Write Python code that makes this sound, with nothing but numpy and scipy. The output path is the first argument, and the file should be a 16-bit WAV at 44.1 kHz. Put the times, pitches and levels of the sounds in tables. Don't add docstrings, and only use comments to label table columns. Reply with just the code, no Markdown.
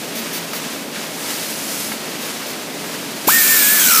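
import sys
import numpy as np
from scipy import signal
from scipy.fft import rfft, irfft
from scipy.io import wavfile

SR = 44100
rng = np.random.default_rng(int(sys.argv[2]) if len(sys.argv) > 2 else 0)


def waveform_to_disk(signal):
    frames = np.transpose(np.atleast_2d(signal))
    scaled = np.clip(frames, -1, 1) * 32767
    samples = np.round(scaled).astype(np.int16)
    wavfile.write(sys.argv[1], SR, samples)


N = 176400
TIME = np.arange(N) / SR
TRIGGER_S = 3.269
PULSES_PER_STROKE = 17.25

# (time [s], frequency [Hz])
VANE_RATE = [(3.275, 250), (3.287, 950), (3.3, 1480), (3.315, 1720), (3.33, 1820), (3.355, 1848),
             (3.39, 1825), (3.44, 1752), (3.52, 1802), (3.57, 1765), (3.65, 1660), (3.75, 1760),
             (3.79, 1700), (3.83, 1570), (3.87, 1480), (3.92, 1370), (3.96, 1320), (4.0, 1270)]


def from_db(db):
    return 10 ** (np.asarray(db) / 20)


def unit_rms(x):
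    return x / np.sqrt(np.mean(x ** 2) + 1e-20)


def in_time(rows, column=1):
    rows = np.array(rows)
    return np.interp(TIME, rows[:, 0], rows[:, column])


def butterworth(x, order, hz, kind):
    return signal.sosfilt(signal.butter(order, hz, kind, fs=SR, output="sos"), x)


def drift(corner_hz):
    pole = np.exp(-2 * np.pi * corner_hz * 40 / SR)
    slow = signal.lfilter([1], [1, -2 * pole, pole * pole], rng.standard_normal(N // 40 + 2002))[2000:]
    return np.interp(np.arange(N) / 40, np.arange(len(slow)), unit_rms(slow))


def noise(spectrum):
    hz, db = np.transpose(spectrum)
    bin_hz = np.maximum(np.arange(N // 2 + 1) * SR / N, 1)
    gain = from_db(np.interp(np.log(bin_hz), np.log(hz), db))
    return unit_rms(irfft(rfft(rng.standard_normal(N)) * gain, N))


def resonate(x, hz, width_hz):
    r = np.exp(-np.pi * width_hz / SR)
    return unit_rms(signal.lfilter([1, 0, -1], [1, -2 * r * np.cos(2 * np.pi * hz / SR), r * r], x))


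def noise_bands(modes, envelope=1):
    return sum(from_db(db) * resonate(rng.standard_normal(N) * envelope, hz, width)
               for hz, width, db in modes)


def workshop():
    # (frequency [Hz], relative level [dB])
    drone_spectrum = [(25, -48), (55, -35), (75, -21), (100, -15), (160, -5), (240, 1), (330, -2.5),
                      (420, -4.5), (600, -4.5), (900, -10.5), (1500, -17), (4000, -23.5)]
    # (frequency [Hz], bandwidth [Hz], level before the high-pass [dB])
    hum_bands = [(166.2, 5.6, -45), (223.4, 7.8, -43), (282, 21, -43.5), (434, 28, -45), (610, 45, -46.5)]
    hum = butterworth(noise_bands(hum_bands), 4, 130, "high")
    return from_db(-30.5) * noise(drone_spectrum) + hum


def coupling_leak():
    # (time [s], body level [dB], treble level [dB])
    hiss_levels = [(0, -32, -34.5), (.12, -31.5, -38), (.25, -29.5, -33), (.5, -31.5, -37),
                   (.66, -29.5, -34), (.8, -31.5, -37), (.91, -35, -43), (.96, -27.5, -37),
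                   (1.14, -32, -35), (1.29, -27.5, -27), (1.55, -30, -28), (1.8, -28.5, -25.5),
                   (1.9, -31, -27.5), (1.99, -31, -36), (2.17, -29.5, -36), (2.27, -28, -30.5),
                   (2.43, -30, -35.5), (2.74, -32.5, -39.5), (2.86, -30, -34.5), (3.05, -30.5, -36),
                   (3.25, -31.5, -33)]
    # (frequency [Hz], relative level [dB])
    body_spectrum = [(300, -23), (1000, 0), (2300, 2), (4800, -1), (6500, -4), (9000, -9), (16000, -20)]
    # (frequency [Hz], relative level [dB])
    treble_spectrum = [(2000, -16), (5000, -1), (8000, -1), (11000, -1.5), (15000, -4.5)]
    # (time [s], duration [s], level [dB])
    spurts = [(0.152, 0.045, -26), (0.33, .05, -24.5), (0.531, 0.043, -25.5), (.725, .025, -35),
              (2.21, 0.057, -32), (2.467, 0.052, -32)]
    # (frequency [Hz], relative level [dB])
    spurt_spectrum = [(500, -14), (2000, 2), (6000, 0), (8000, -5.5), (12000, 0), (15000, 1)]
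    # (frequency [Hz], bandwidth [Hz], relative level [dB])
    whistle_modes = [(4580, 100, -15), (6220, 130, -17.5), (15000, 200, -13)]
    attack_s, release_s = .0015, .012
    flutter_db = .57 * drift(25)
    body = from_db(in_time(hiss_levels) + flutter_db) * noise(body_spectrum)
    treble = from_db(in_time(hiss_levels, column=2) + flutter_db) * noise(treble_spectrum)
    spurting = np.zeros(N)
    for start, duration, db in spurts:
        attack = np.clip((TIME - start) / attack_s, 0, 1)
        release = np.exp(-np.maximum(TIME - start - duration, 0) / release_s)
        spurting += from_db(db) * attack * release
    return body + treble + spurting * (noise_bands(whistle_modes) + noise(spurt_spectrum))


def socket_knocks():
    # (time [s], level [dB])
    impacts = [(.534, -15), (.965, -22), (1.305, -18), (1.9195, -11.5), (2.8428, -17)]
    # (frequency [Hz], relative level [dB], 60 dB decay time [s])
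    frame_modes = [(894, -15, 0.048), (1360, -16, 0.032), (1620, -10, .03), (1900, -10.5, .025),
                   (2150, -11, .025), (2820, -12, .03), (5200, -14, .01)]
    ring = np.zeros(N)
    for start, impact_db in impacts:
        age = np.maximum(TIME - start, 0)
        for hz, mode_db, t60 in frame_modes:
            decay_db = np.minimum(60 * age / t60, 200)
            ring += from_db(impact_db + mode_db - decay_db) * np.sin(2 * np.pi * hz * age)
    return ring


def flow_swing(strokes, load):
    return .25 * load * np.cos(2 * np.pi * strokes)


def vane_phase(strokes, load):
    ripple_share, jitter_share = .05, .002
    ripple = ripple_share * load * PULSES_PER_STROKE * np.sin(2 * np.pi * strokes)
    jitter = np.cumsum(jitter_share * in_time(VANE_RATE) * drift(122)) / SR
    return 2 * np.pi * (strokes * PULSES_PER_STROKE + jitter) + ripple


def motor_whine(phase, strokes, load):
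    # (time [s], level [dB])
    whine_levels = [(3.277, -14), (3.281, -19), (3.287, -8.5), (3.3, -18), (3.31, -24), (3.33, -16.5),
                    (3.38, -15), (3.434, -26), (3.53, -18.5), (3.6, -24.5), (3.66, -24), (3.71, -21),
                    (3.785, -23), (3.803, -33), (3.825, -27), (3.85, -27), (3.88, -20), (3.916, -20),
                    (4.0, -20)]
    # (harmonic number, level [dB], centre time [s], half duration [s], roughness [0-1])
    overtones = [(4, -29, 3.35, .05, .6), (4, -26, 3.51, .06, .2), (5, -22.5, 3.66, .07, .25),
                 (4, -29, 3.65, .05, .4), (2, -31, 3.65, .04, .6), (2, -25, 3.825, .033, .9),
                 (4, -23, 3.84, .045, .7), (5, -26, 3.84, .04, .7), (2, -27, 3.93, .04, .9),
                 (4, -24, 3.96, .05, .7)]
    tone = from_db(in_time(whine_levels)) * np.sin(phase) * (1 + .35 * load * drift(130))
    flow = 1 + flow_swing(strokes, load)
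    for harmonic, db, centre_s, half_s, roughness in overtones:
        scatter = (drift(120) + 1j * drift(120)) / np.sqrt(2)
        flutter = np.sqrt(1 - roughness ** 2) + roughness * scatter
        swell = np.exp(-.5 * ((TIME - centre_s) / half_s) ** 4)
        tone += from_db(db) * swell * flow * np.real(flutter * np.exp(1j * harmonic * phase))
    return np.sqrt(2) * tone


def exhaust(phase, strokes, load):
    # (frequency [Hz], relative level [dB])
    jet_spectrum = [(60, -34), (130, -30), (220, -11), (400, -36), (900, -12.5), (1900, -7.5), (3000, -7.5),
                    (4000, -5), (5700, -4.5), (7600, -3), (9800, -4), (12000, -1.5), (13800, 2),
                    (15200, -2)]
    # (frequency [Hz], bandwidth [Hz], level [dB])
    housing_modes = [(1497, 120, -30.5), (2335, 180, -28), (7650, 1100, -26.5), (14900, 700, -23)]
    crossover_hz, surge_s = 11000, .075
    puffs = 1 + .17 * np.cos(phase)
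    swing = flow_swing(strokes, load)
    roar = butterworth(noise(jet_spectrum), 6, crossover_hz, "low") * (1 + swing)
    spit = butterworth(noise(jet_spectrum), 6, crossover_hz, "high") * (1 - swing)
    surge_db = np.exp(-np.maximum(TIME - TRIGGER_S, 0) / surge_s)
    rush_gain = from_db(-12 + surge_db + .6 * drift(120))
    spit_gain = from_db(.7 + 1.3 * drift(100))
    return rush_gain * puffs * (roar + spit_gain * spit) + noise_bands(housing_modes, puffs)


def ratchet_head(strokes, load):
    # (frequency [Hz], bandwidth [Hz], relative level [dB])
    head_modes = [(2400, 300, -9), (3900, 250, -6.5), (6030, 500, -1), (7750, 500, -3), (9600, 900, -4),
                  (12700, 1500, -8)]
    slips_per_s, width_strokes, return_share = 6000, .13, .2
    drive = np.exp(-.5 * (((strokes + .5) % 1 - .5) / width_strokes) ** 2)
    back = np.exp(-.5 * ((strokes % 1 - .5) / width_strokes) ** 2)
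    contact = load * np.maximum(drive, return_share * back)
    slips = (rng.random(N) < slips_per_s / SR) * rng.standard_normal(N)
    ring = sum((-1) ** k * from_db(db) * resonate(slips, hz, width)
               for k, (hz, width, db) in enumerate(head_modes))
    return from_db(-13.3 + drift(50)) * contact * unit_rms(ring)


def air_ratchet():
    # (time [s], load [0-1])
    bolt_load = [(3.3, .15), (3.55, .15), (3.64, .35), (3.76, .15), (3.81, .7), (3.92, 1), (4.0, 1)]
    valve_opening_s, whine_attack_s, drive_stroke_at_s = .0095, .004, 3.9365
    load = in_time(bolt_load)
    pulses = np.cumsum(in_time(VANE_RATE)) / SR
    strokes = (pulses - np.interp(drive_stroke_at_s, TIME, pulses)) / PULSES_PER_STROKE
    phase = vane_phase(strokes, load)
    valve = np.clip((TIME - TRIGGER_S) / valve_opening_s, 0, 1)
    spinning = np.clip((TIME - VANE_RATE[0][0]) / whine_attack_s + 1, 0, 1)
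    whine = spinning * motor_whine(phase, strokes, load)
    return whine + valve * (exhaust(phase, strokes, load) + ratchet_head(strokes, load))


def scene():
    # (delay [s], relative level [dB])
    reflections = [(.0031, -19), (0.0128, -17), (.025, -22)]
    direct = air_ratchet() + coupling_leak() + socket_knocks()
    echoes = sum(from_db(db) * np.pad(direct, (int(delay * SR), 0))[:N] for delay, db in reflections)
    return np.tile(direct + echoes + workshop(), (2, 1))


def record(dry):
    low_hz, high_hz = 95, 15250
    thin = butterworth(dry, 2, low_hz, "high")
    rounded = 2 * np.tanh(thin / 2)
    return signal.sosfilt(signal.ellip(12, .1, 80, high_hz, fs=SR, output="sos"), rounded)


dry = scene()
out = record(dry)
waveform_to_disk(out)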